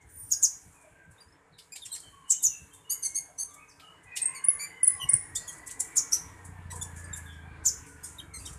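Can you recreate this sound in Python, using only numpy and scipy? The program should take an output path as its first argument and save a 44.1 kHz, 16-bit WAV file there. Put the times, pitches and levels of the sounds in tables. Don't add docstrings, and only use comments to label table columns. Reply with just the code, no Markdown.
import sys
import numpy as np
from scipy import signal
from scipy.io import wavfile
from scipy.ndimage import uniform_filter1d, map_coordinates

SR = 44100
rng = np.random.default_rng(int(sys.argv[2]) if len(sys.argv) > 2 else 0)


def nominal_scale(level):
    x = np.asarray(level, float) / 20
    return 10 ** x


def waveform_to_disk(signal):
    frames = np.transpose(np.atleast_2d(signal))
    scaled = np.clip(frames, -1, 1) * 32767
    samples = np.round(scaled).astype(np.int16)
    wavfile.write(sys.argv[1], SR, samples)


N = 378378

# time in seconds, level in dB.
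WIND_LEVEL = [
    (0, -60.5),
    (1.2, -73),
    (2.6, -66),
    (3.4, -70.5),
    (4.6, -68.5),
    (6.2, -59),
    (8.58, -57.5),
]
# frequency in Hz, density in dB per Hz.
WIND_SPECTRUM = [(12, -52.5), (20, -12), (86, 4), (172, -14.5), (247, -28.5), (271, -7.5), (300, -33.5),
                 (390, -40.5), (660, -120)]
# start in seconds, peak in dB, length in seconds.
GUSTS = [
    (4.824, -72, 0.17),
    (5.042, -41, 0.098),
    (4.913, -49, 0.17),
    (5.135, -35, 0.11),
    (5.3, -43.5, 0.21),
    (5.667, -54, 0.29),
    (8.501, -51, 0.077),
]
# start in seconds, peak in dB.
LIGHT_GUSTS = [(0.226, -49.5), (0.383, -57), (0.656, -47), (0.915, -56.5), (1.079, -50), (1.262, -53),
               (1.527, -56.5), (1.865, -58), (2.068, -54), (2.448, -52.5), (2.611, -48), (2.904, -57.5),
               (3.56, -60), (4.05, -53), (4.447, -62), (4.547, -55)]
LIGHT_GUST_S = .12

# time in seconds, level in dB.
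TRAFFIC = [
    (0, -65),
    (2.1, -65),
    (3.3, -63),
    (4.7, -58.5),
    (6.3, -55.5),
    (7.8, -56),
    (8.58, -59),
]
# frequency in Hz, density in dB per Hz.
STREET_SPECTRUM = [(88, -37), (150, 2.5), (209, -19.5), (328, -5.5), (376, -26), (412, -14.5), (972, -6),
                   (1440, -13.5), (1600, -12.5), (4260, -30), (5500, -32), (7150, -48.5), (12100, -120)]
# frequency in Hz, width in Hz, level in dB.
MACHINES = [(159, 11, -75.5), (281.5, 12, -72), (445.3, 110, -68.5), (975, 76, -71), (1575, 55, -73),
            (2260, 55, -75.5)]
HUM_STEADY = 0.61
HUM_FOLLOWS = 0.91
# frequency in Hz, density in dB per Hz.
TYRE_SPECTRUM = [(760, -50.5), (1300, -16.5), (1740, 8.5), (2060, -5.5), (2180, 3.5), (2530, -25),
                 (3000, -7.5), (3900, -46), (6600, -120)]
FAR_TYRES_DB, BIKE_TYRES_DB = -71.5, -7

# frequency in Hz, density in dB per Hz.
LEAF_SPECTRUM = [(2060, -32.5), (3500, -4), (3780, -30.5), (4470, -29), (5180, -26), (7060, -4.5),
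                 (8690, -2), (12100, -18.5), (14500, -18)]
LEAVES_DB, LEAVES_FOLLOW = -80.5, 0.5
SONG_STIR_DB = -15.5
RUSTLE_DB, RUSTLE_FOLLOWS, RUSTLE_SETTLE_S = -36.5, 0.52, 0.046

# time in seconds, whine in Hz, exhaust in dB, whine in dB.
BIKE = [(3.9, 2050, -93, -80), (4.15, 2032, -84, -52.5), (4.5, 2126, -88, -48.5), (5.3, 1895, -59, -53.5),
        (5.8, 1999, -103, -56), (6.28, 1914, -62, -56.5), (6.38, 1891, -55, -54.5), (6.45, 1834, -49, -64),
        (6.8, 1732, -45.5, -57), (7.1, 1709, -48.5, -50), (7.5, 1592, -51.5, -54), (8, 1460, -59.5, -58.5),
        (8.3, 1346, -56, -62.5), (8.58, 1255, -47, -67)]
# frequency in Hz, width in Hz, level in dB.
EXHAUST = [
    (60, 27, -5),
    (80.8, 12, -8.5),
    (126, 71, -2),
]
WHINE_PER_FIRING = 60.5

# frequency in Hz, level in dB, time of damping in seconds.
WIRE_MODES = [(5512, -30, 0.23), (8600, -7, .31), (9500, 0, 0.39), (13711, -8, .33)]
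# time in seconds, level in dB.
WIRE_LEVEL = [
    (.06, -82),
    (.09, -64.5),
    (.2, -46),
    (.3, -54),
    (.4, -46),
    (.44, -64),
]
WIRE_GRAIN = .6

# start in seconds, length in ms, start in Hz, end in Hz, level in dB.
FAR_CALLS = [(0, 38, 2260, 2023, -54), (0.735, 130, 2560, 2300, -57), (1.522, 33, 4520, 3630, -60),
             (1.79, 210, 3260, 3160, -54.5), (2.019, 110, 3114, 3040, -51.5),
             (2.229, 210, 2964, 2970, -51.5), (1.888, 140, 3820, 4600, -49.5),
             (2.385, 103, 3890, 3400, -52.5), (2.474, 120, 2920, 2580, -48), (2.705, 50, 3110, 3200, -55),
             (2.72, 87, 3600, 3560, -65), (2.819, 190, 2865, 2960, -55), (2.9, 110, 2110, 2070, -60),
             (3.035, 86, 2127, 2156, -46), (3.15, 76, 2150, 2150, -52.5), (3.48, 68, 4000, 3280, -59),
             (3.583, 90, 2525, 2500, -49.5), (3.55, 100, 2230, 2240, -55), (3.675, 58, 7080, 4420, -55.5),
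             (3.801, 133, 2985, 2906, -48.5), (4.02, 330, 1996, 1850, -50), (4.048, 320, 2455, 2556, -48.5),
             (4.25, 270, 2770, 2960, -57), (4.62, 260, 2980, 2995, -65), (8.29, 63, 2270, 2190, -53),
             (8.385, 31, 4960, 4500, -48), (8.4, 34, 2740, 2410, -52), (4.158, 160, 2540, 2680, -49),
             (4.899, 89, 5060, 5080, -56.5), (5.05, 160, 2194, 2090, -42), (5.07, 99, 5500, 5450, -49.5),
             (5.346, 51, 5550, 4050, -45.5), (5.7, 570, 2350, 2260, -57), (7.035, 44, 4800, 4880, -59),
             (7.25, 85, 3620, 3360, -49.5), (7.27, 102, 3250, 3060, -55), (7.4, 178, 2316, 2405, -55),
             (5.57, 60, 4760, 4670, -67), (5.4, 150, 4340, 4100, -66)]
# start in seconds, length in ms, start in Hz, end in Hz, level in dB.
COOS = [(0.298, 167, 1613, 1610, -57.5), (0.84, 360, 1587, 1544, -62), (0.83, 70, 645, 638, -55.5),
        (2.1, 193, 1134, 1072, -50), (3.27, 45, 853, 740, -57), (3.28, 48, 710, 620, -52.5),
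        (3.45, 200, 1164, 1224, -50.5), (3.779, 130, 1324, 1240, -50.5), (4.148, 590, 943, 1193, -51.5),
        (4.879, 240, 1134, 1070, -45.5), (6.002, 196, 1390, 1330, -52), (6.711, 54, 1040, 907, -41.5),
        (6.72, 57, 760, 700, -51.5), (6.729, 66, 462, 428, -51)]
GLIDE_BEND = 1.5
# delay in ms, level in dB.
ECHOES = [(3.1, -10.5), (5.6, -13.5), (11.5, -11), (17, -16.5), (24, -14), (43, -30.5)]

# start in seconds, peak in dB,
# 60 dB decay in seconds.
RASPS = [(.0, -65, 0.11), (.085, -61, .5), (.15, -62, 0.6), (0.221, -60, 0.75), (1.03, -74.5, .1),
         (1.326, -88, .06), (1.103, -62, 0.07), (1.2194, -78, .08), (1.581, -53.5, 0.059),
         (2.729, -50.5, 0.17), (3.79, -76.5, 0.12), (4.0308, -59.5, 0.046), (4.1597, -30.5, 0.07),
         (5.471, -44.5, 0.29), (5.5137, -48.5, 0.17), (5.664, -38, 0.05), (6.443, -51, 0.12),
         (6.707, -43.5, 0.16), (6.749, -45, 0.18), (6.955, -49.5, 0.53), (7.161, -38.5, 0.06),
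         (7.238, -61, .4), (7.32, -62, .2), (6.119, -29, .09), (6.148, -43, .09), (.44, -36, .09),
         (2.454, -51, .09), (2.02, -59.5, .4), (.6, -67, .6), (0.721, -62, 0.52), (.8, -64, 0.36),
         (.88, -76, 0.44), (3.499, -60, 0.31), (3.58, -66, 0.18), (3.7, -69.5, 0.34), (5.985, -47, 0.058),
         (7.674, -43.5, 0.071), (8.389, -52, .3), (6.471, -64, .2), (7.858, -52, .5), (8.034, -43, 0.37),
         (8.334, -48.5, 0.67), (8.3768, -54, 1), (8.453, -39.5, 0.2)]
RASP_HZ, RASP_SPREAD, RASP_RISE_MS = 8450, 0.04, 6.5
# start in seconds, peak in dB.
FLICKS = [(1.755, -43), (1.8506, -42), (1.947, -39.5), (1.994, -47.5), (2.425, -28.5), (5.958, -26.5),
          (3.05, -43), (3.536, -49.5), (3.684, -60), (5.351, -31), (5.571, -52), (5.704, -35),
          (5.795, -28.5), (6.8185, -33.5), (8.525, -47)]
FLICK_T60_S, FLICK_RISE_MS = 0.038, 5.1
# start in seconds, peak in dB.
KNOCKS = [(1.5843, -50.5), (1.7545, -46), (1.856, -53), (1.954, -46), (3.795, -52.5), (4.164, -35.5),
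          (5.353, -68), (6.126, -50.5), (6.159, -53), (6.708, -52.5), (5.69, -50), (2.33, -54)]
KNOCK_HZ, KNOCK_T60_S, KNOCK_RISE_MS = 4340, 0.17, 2.4
TAP_HZ, TAP_DB, TAP_T60_S = 2500, 1, 0.046
BREATH_HZ, BREATH_DB, BREATH_T60_S, BREATH_RISE_MS, BREATH_LEAD_S = 7700, -6.5, 0.087, 8, 0.0005
CHIP_BREATH_DB, CHIP_BREATH_T60_S = -13, .15
DUET_BREATH_DB, DUET_BREATH_T60_S = -14.5, 0.21
INTAKE_DB, INTAKE_LEAD_S = -22.5, .013

# start in seconds, length in ms, start in Hz, end in Hz, level in dB.
CHIPS = [(1.202, 28, 4740, 4800, -55.5), (1.718, 29, 2430, 2483, -43.5), (1.757, 20, 2500, 2230, -48.5),
         (1.851, 25, 2895, 2675, -46.5), (1.914, 36, 4135, 4230, -37.5), (1.923, 27, 3940, 3670, -40),
         (1.946, 11, 2880, 2900, -43), (4.585, 87, 2228, 2382, -37.5), (4.341, 57, 2422, 2147, -44),
         (5.353, 27.1, 3236, 3634, -32), (5.475, 32, 3430, 3210, -40), (6.7, 30, 1990, 1936, -46),
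         (6.811, 23.7, 3385, 3535, -36), (7.128, 26, 3870, 3530, -38), (8.332, 55, 2157, 2050, -43)]
# start in seconds, length in ms, start in Hz, end in Hz, level in dB.
PEEPS = [
    (1.177, 36, 3540, 3920, -64),
    (1.282, 13, 5100, 5120, -68),
    (1.321, 23, 5200, 5350, -64),
    (1.816, 28, 3810, 3520, -44.5),
    (4.988, 76, 3137, 2892, -35.5),
    (8.182, 22, 3830, 3690, -43),
    (8.198, 8.9, 3250, 3070, -41.5),
    (8.45, 23, 3580, 3750, -46),
    (8.47, 15, 3230, 3000, -47.5),
]
# start in seconds, length in ms, start in Hz, end in Hz, level in dB.
SHRILLS = [
    (8.028, 45, 1640, 1770, -43.5),
]
# frequency in Hz, gain in dB.
THROAT = [(1900, 1), (3300, -9.5), (4600, -0.5), (6600, 0), (8400, 8), (10000, -3), (11800, -8),
          (14000, -16)]
PEEP_HARMONICS_DB = [-7.5, -23, -16.5, -25.5, -58.5, -60, -60, -60]
CHIP_TILT_DB, SHRILL_TILT_DB = -1, 6.5
EFFORT_BRIGHTENS = 0.15

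# start in seconds, length in ms, low end in Hz, high end in Hz, level in dB.
DUETS = [
    (2.892, 45.6, 4726, 6735, -27.5),
    (3.02, 37, 4630, 6250, -31),
    (3.047, 24.5, 4355, 6260, -28.5),
    (3.141, 50.4, 4475, 6507, -29.5),
    (3.374, 65.4, 4520, 6370, -32),
]
PRODUCTS = [(1, 0), (0, 1), (2, 0), (1, 1), (-1, 2), (0, 2), (3, 0), (-1, 1), (3, -1), (4, -1)]
PRODUCT_DB = [-10, 4.5, 1, -2, -6.5, -21, -20, -32, -24, -20]
LONG_RISE, SHORT_RISE = 0.11, -0.027

# start in seconds, length in ms, top in Hz, arch depth as a share of pitch,
# level in dB, manner.
WHISTLES = [(0.309, 35, 6950, 0.19, -22.5, "swoop"), (0.423, 41, 7010, 0.17, -19.5, "hoarse"),
            (2.297, 36.5, 7700, 0.15, -20.5, "hoarse"), (2.43, 51, 7000, 0.12, -22.5, "hoarse"),
            (4.214, 22.3, 8630, 0.073, -28.5, "arch"), (4.255, 11, 8540, 0.027, -23, "arch"),
            (4.282, 5.8, 8600, 0.013, -39.5, "arch"), (4.438, 18, 9750, 0.22, -26.5, "husky"),
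            (4.483, 13, 10520, 0.071, -15.5, "climb"), (4.828, 23.5, 10300, 0.21, -20.5, "arch"),
            (4.868, 18, 10090, 0.32, -15.5, "climb"), (5.086, 21, 9840, 0.36, -21, "husky"),
            (5.131, 14.6, 9860, 0.29, -15.5, "climb"), (5.964, 34, 7140, 0.17, -21, "hoarse"),
            (6.119, 38.5, 5910, 0.1, -25, "husky"), (5.668, 12, 7800, 0.058, -45, "husky"),
            (5.797, 16, 7660, 0.018, -35, "husky"), (7.04, 14, 8580, 0.015, -50, "arch"),
            (7.651, 46.3, 7250, 0.17, -22, "swoop")]
MANNERS = {"hoarse": (0.27, 2.1, 1.6, 1.1, 930), "swoop": (0.2, 2.1, 1.6, .7, 900),
           "arch": (.33, 1.3, 2.9, .2, 1500), "climb": (0.98, .05, 1.9, 0.28, 530),
           "husky": (0.69, 0.22, 1.4, 0.55, 1200)}
OFF_TOP_DB = 42
HOARSE_BELOW_HZ, FOLD_HZ = 8200, 16000

STARVE_DB, STARVE_FLOOR_DB, STARVE_HOLD_S = 20, -48, .03


def unit(x):
    return x / np.sqrt(np.mean(x ** 2) + 1e-20)


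def in_time(rows, outside=None):
    s, *columns = np.transpose(rows)
    return [np.interp(np.arange(N) / SR, s, c, outside, outside) for c in columns]


def at_hz(points, hz):
    known_hz, db = np.transpose(points)
    return np.interp(np.log(hz), np.log(known_hz), db)


def drift(rate, size=N):
    knots = rng.standard_normal(int(size / SR * rate) + 3)
    step = int(SR / rate / 12) + 1
    at = np.arange(0, size + step, step)
    smooth = map_coordinates(knots, [at / SR * rate], order=2, mode="nearest")
    return np.interp(np.arange(size), at, smooth)


def blur(width_hz, size):
    return (drift(width_hz, size) + 1j * drift(width_hz, size)) / np.sqrt(2)


def band_filter(x, order, hz, kind="low"):
    return signal.sosfilt(signal.butter(order, hz, kind, fs=SR, output="sos"), x)


def add(track, s, sound):
    i = max(round(s * SR), 0)
    track[i:i + len(sound)] += sound[:N - i]


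def swell(size, rise, fall):
    u = np.linspace(0, 1, size)
    ramp = np.minimum(np.minimum(u / rise, (1 - u) / fall), 1)
    return u, np.sin(np.pi / 2 * ramp) ** 2


def glide(ms, start_hz, top_hz, end_hz, top_at, bend):
    u = np.linspace(0, 1, round(ms * SR / 1000))
    up = np.clip(1 - u / top_at, 0, 1)
    down = np.clip((u - top_at) / (1 - top_at), 0, 1)
    return top_hz + (start_hz - top_hz) * up ** 2.4 + (end_hz - top_hz) * down ** bend


def noise(spectrum, patchy_db):
    edges = 2 ** np.arange(np.log2(spectrum[0][0]), np.log2(spectrum[-1][0]) + .2, 1 / 3)
    white, together, out = rng.standard_normal((2, N)), drift(7.8), 0
    for k, (low, high) in enumerate(zip(edges, edges[1:])):
        if at_hz(spectrum, low) < -60:
            continue
        band = band_filter(white[k % 2], 2, [low, high], "band")
        flicker_db = patchy_db * (0.41 * together + drift(14))
        out = out + band * nominal_scale(at_hz(spectrum, np.sqrt(low * high)) + flicker_db)
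    return unit(out)


def wind():
    level_db = in_time(WIND_LEVEL)[0] + 2.0 * drift(8.0) + 2.5 * drift(25)
    return nominal_scale(level_db) * noise(WIND_SPECTRUM, patchy_db=-1.5)


def gusts():
    out = np.zeros(N)
    low = unit(band_filter(rng.standard_normal(N), 2, [40, 130], "band"))
    for s, db, length in GUSTS + [(s, db, LIGHT_GUST_S) for s, db in LIGHT_GUSTS]:
        add(out, s - .02, nominal_scale(db - 3.5) * swell(round(length * SR), 0.31, 0.95)[1])
    return out * low


def hum():
    t, out = np.arange(N) / SR, 0
    for hz, width, db in MACHINES:
        tone = np.exp(2j * np.pi * hz * t) * (HUM_STEADY + blur(width, N))
        out = out + nominal_scale(db + 2 * drift(3.4)) * tone.real
    return out


def street(street_db, swing_db):
    return nominal_scale(street_db) * noise(STREET_SPECTRUM, patchy_db=3.5) + nominal_scale(HUM_FOLLOWS * swing_db) * hum()


def tyres():
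    level = np.hypot(nominal_scale(FAR_TYRES_DB), nominal_scale(in_time(BIKE)[2] + BIKE_TYRES_DB))
    return level * noise(TYRE_SPECTRUM, patchy_db=3.0)


def rustle(stir, swing_db):
    r = np.exp(-1 / (RUSTLE_SETTLE_S * SR))
    power = signal.lfilter([1 - r], [1, -r], signal.lfilter([.002], [1, -.998], stir ** 2))
    steady = nominal_scale(LEAVES_DB + LEAVES_FOLLOW * swing_db)
    stirred = nominal_scale(RUSTLE_DB) * power ** (RUSTLE_FOLLOWS / 2)
    return np.hypot(steady, stirred) * noise(LEAF_SPECTRUM, patchy_db=1.5)


def motorbike():
    whine_hz, exhaust_db, whine_db = in_time(BIKE)
    firings_per_s = whine_hz / WHINE_PER_FIRING
    turns = np.cumsum(firings_per_s * (1 + 0.012 * drift(17))) / SR
    fired = np.diff(np.floor(turns), prepend=0)
    pulses = band_filter(fired * nominal_scale(3 * drift(30)) + 1e-18, 4, 175)
    pipe = 0
    for hz, width, db in EXHAUST:
        r = np.exp(-np.pi * width / SR)
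        resonator = [1, -2 * r * np.cos(2 * np.pi * hz / SR), r * r]
        pipe = pipe + nominal_scale(db) * unit(signal.lfilter([1, 0, -1], resonator, pulses))
    drone = np.sin(3 * 2 * np.pi * turns) * nominal_scale(1 + 1.5 * drift(8))
    whine = (np.exp(2j * np.pi * np.cumsum(whine_hz) / SR) * blur(110, N)).real
    whine *= nominal_scale(whine_db + 2.5 * drift(6))
    return ((unit(pipe) + drone) * nominal_scale(exhaust_db) + whine) * (np.arange(N) > BIKE[0][0] * SR)


def wire():
    size = SR // 2
    level_db = in_time(WIRE_LEVEL, outside=-120)[0][:size]
    t, modes, out = np.arange(size) / SR, 0, np.zeros(N)
    for hz, db, end in WIRE_MODES:
        level = nominal_scale(db + 1.7 * drift(25, size) - 350 * np.maximum(t - end, 0))
        modes = modes + level * (np.exp(2j * np.pi * hz * t) * (1 + WIRE_GRAIN * blur(120, size))).real
    out[:size] = np.sqrt(2) * nominal_scale(level_db) * modes
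    return out


def far_birds():
    out = np.zeros(N)
    for s, ms, start_hz, end_hz, db in FAR_CALLS + COOS:
        u, shape = swell(round(ms * SR / 1000), .25, .45)
        hz = end_hz + (start_hz - end_hz) * (1 - u) ** GLIDE_BEND
        smear = .2 + blur(max(hz[0] * .065, 110), len(u))
        note = np.exp(2j * np.pi * np.cumsum(hz) / SR) * smear
        add(out, s, nominal_scale(db + 2.0 * drift(11.0, len(u))) * shape * unit(note.real) * .58)
    return out


def walls(x, early_db, early_t60, late_db, late_t60, dull_hz, thin_hz):
    t = np.arange(SR * 3 // 4) / SR
    white = rng.standard_normal((2, len(t)))
    response = nominal_scale(early_db - 60 * t / early_t60) * white[0] * np.minimum(t / 0.0051, 1)
    response += nominal_scale(late_db - 60 * t / late_t60) * white[1] * np.minimum(t / 0.046, 1)
    response = band_filter(response, 2, thin_hz, "high")
    for ms, db in ECHOES:
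        response[round(ms * SR / 1000)] += nominal_scale(db)
    response = band_filter(response, 1, dull_hz)
    return x + signal.fftconvolve(x, response)[:N]


def puffs():
    out = []
    for s, _, hz, _, db, _ in WHISTLES:
        if hz < HOARSE_BELOW_HZ:
            breath_hz = BREATH_HZ * min(hz / 7000, 1)
            out.append((s - BREATH_LEAD_S, db + BREATH_DB, breath_hz, BREATH_T60_S, BREATH_RISE_MS))
            out.append((s - INTAKE_LEAD_S, db + INTAKE_DB, RASP_HZ, .2, BREATH_RISE_MS))
    for s, *_, db in CHIPS + SHRILLS:
        out.append((s + 0.01, db + CHIP_BREATH_DB, RASP_HZ, CHIP_BREATH_T60_S, RASP_RISE_MS))
    for s, *_, db in DUETS:
        out.append((s + 0.0079, db + DUET_BREATH_DB, RASP_HZ, DUET_BREATH_T60_S, BREATH_RISE_MS))
    out += [(s, db, RASP_HZ, t60, RASP_RISE_MS) for s, db, t60 in RASPS]
    out += [(s, db, RASP_HZ, FLICK_T60_S, FLICK_RISE_MS) for s, db in FLICKS]
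    for s, db in KNOCKS:
        out.append((s, db, KNOCK_HZ, KNOCK_T60_S, KNOCK_RISE_MS))
        out.append((s, db + TAP_DB, TAP_HZ, TAP_T60_S, KNOCK_RISE_MS))
    return out


def rasps():
    out, t = np.zeros(N), np.arange(SR // 4) / SR
    for s, db, hz, t60, rise_ms in puffs():
        hz *= np.exp(RASP_SPREAD * rng.standard_normal())
        air = band_filter(rng.standard_normal(len(t)), 4, hz * 0.53, "high")
        hump = band_filter(air, 2, [hz * 0.79, min(hz * 1.196, 18000)], "band")
        grain_hz = hz * rng.uniform(0.66, 1.3) * np.array([.97, 1.03])
        grain = unit(band_filter(air, 1, grain_hz, "band"))
        rise = 2.7 * rise_ms / 1000
        shape = np.minimum(t / rise, 1) ** 1.6 * nominal_scale(-60 * np.maximum(t - rise - .006, 0) / t60)
        level = nominal_scale(db + 3 + 2.5 * drift(180, len(t)))
        add(out, s - 0.41 * rise, level * shape * (0.2 * air + hump + 0.2 * grain))
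    return out


def chips():
    out, k = np.zeros(N), np.arange(1, 9)[:, None]
    voices = [(CHIPS, 1, CHIP_TILT_DB * np.log2(k)),
              (PEEPS, 0, np.array(PEEP_HARMONICS_DB)[:, None]),
              (SHRILLS, 1, SHRILL_TILT_DB * np.log2(k))]
    for table, throat, voice_db in voices:
        for s, ms, start_hz, end_hz, db in table:
            u, shape = swell(round(ms * SR / 1000), .45 if ms > 64 and not throat else .22, .35)
            bend = 2.6 if end_hz > start_hz and ms < 35 else 1.6
            hz = end_hz + (start_hz - end_hz) * (1 - u) ** bend
            phase = 2 * np.pi * np.cumsum(hz * (1 + 0.008 * drift(180, len(u)))) / SR
            flutter = 1 + 0.5 * np.array([blur(400, len(u)) for _ in k])
            evenness = np.sqrt(np.mean(abs(flutter) ** 2, axis=1, keepdims=True))
            flutter *= shape ** (EFFORT_BRIGHTENS * (k - 1)) / evenness
            level = nominal_scale(throat * at_hz(THROAT, k * hz) + voice_db) * (k * hz < 14600)
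            stack = unit((level * (flutter * np.exp(1j * k * phase)).real).sum(axis=0))
            add(out, s, nominal_scale(db) * shape * stack * (1 + 0.021 * rng.standard_normal(len(u))))
    return out


def duets():
    out = np.zeros(N)
    for s, ms, low_hz, high_hz, db in DUETS:
        rise = LONG_RISE * min(50 / ms, 1) if ms > 37 else SHORT_RISE
        u, shape = swell(round(ms * SR / 1000), 0.42, 0.062)
        short = rise * np.clip(1 - u / 0.55, 0, 1) ** 1.6
        low = 2 * np.pi * np.cumsum(low_hz * (1 - short + 0.0061 * drift(248.0, len(u)))) / SR
        high = 2 * np.pi * np.cumsum(high_hz * (1 - short + 0.0031 * drift(300, len(u)))) / SR
        tones = 0
        for (a, b), tone_db in zip(PRODUCTS, PRODUCT_DB):
            tone = np.exp(1j * (a * low + b * high)) * (1 + 1.1 * blur(419, len(u)))
            tones = tones + nominal_scale(tone_db) * tone.real
        add(out, s, nominal_scale(db) * shape * unit(tones) * (1 + 0.04 * rng.standard_normal(len(u))))
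    return out


def whistles():
    out = np.zeros(N)
    for s, ms, top_hz, depth, db, manner in WHISTLES:
        top_at, fall, bend, rough, width_hz = MANNERS[manner]
        start_hz, end_hz = top_hz * (1 - depth), top_hz * (1 - depth * fall)
        hz = glide(ms, start_hz, top_hz, end_hz, np.clip(top_at, .1, .9), bend)
        u, shape = swell(len(hz), .34 if manner == "hoarse" else .26, .2)
        phase = 2 * np.pi * np.cumsum(hz * (1 + 0.0052 * drift(380, len(u)))) / SR
        mirror = 2 * np.pi * FOLD_HZ * np.arange(len(u)) / SR - phase
        tone = (np.exp(1j * phase) * (1 + rough * blur(width_hz, len(u)))).imag
        octave = (np.exp(2j * phase) * blur(900, len(u))).imag
        tone += nominal_scale(-17.5) * (hz < 7400) * octave
        tone += nominal_scale(-40) * (hz > 9000) * np.sin(mirror)
        shape = shape * nominal_scale(OFF_TOP_DB * (hz / top_hz - 1))
        level = np.sqrt(2) * nominal_scale(db) * np.sqrt(np.mean(shape ** 2))
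        add(out, s, level * unit(shape * tone * nominal_scale(2.5 * drift(400, len(u)))))
    return out


def scene():
    street_db = in_time(TRAFFIC)[0]
    swing_db = street_db - street_db.mean()
    stir, song = rasps(), whistles()
    air = wind() + street(street_db, swing_db) + tyres()
    air += rustle(stir + nominal_scale(SONG_STIR_DB) * song, swing_db)
    lows = band_filter(motorbike() + gusts(), 2, 45, "high")
    far = nominal_scale(-4) * walls(far_birds(), early_db=-27, early_t60=.25, late_db=-31, late_t60=.6,
                          dull_hz=6000, thin_hz=100)
    near = walls(song + chips() + duets() + stir, early_db=-32.5, early_t60=0.19,
                 late_db=-38.0, late_t60=0.35, dull_hz=9000, thin_hz=4800)
    return (near + far + wire() + lows + air)[None]


def starve(x):
    top = signal.sosfiltfilt(signal.ellip(7, .3, 40, 10850, "high", fs=SR, output="sos"), x)
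    note = band_filter(x, 4, [9300, 10800], "band")
    size = round(STARVE_HOLD_S * SR)
    note_power, top_power = (uniform_filter1d(v ** 2, size, origin=size // 3) for v in (note, top))
    excess = note_power / (top_power * nominal_scale(2 * STARVE_DB) + nominal_scale(2 * STARVE_FLOOR_DB))
    return x - top * excess ** 2 / (1 + excess ** 2)


def roll_off(x):
    return signal.sosfilt(signal.butter(12, 15440, fs=SR, output="sos"), x)


def record(dry):
    cut = signal.sosfilt(signal.ellip(10, .5, 50, 14250, fs=SR, output="sos"), starve(dry))
    return roll_off(cut)


dry = scene()
out = record(dry)
waveform_to_disk(out)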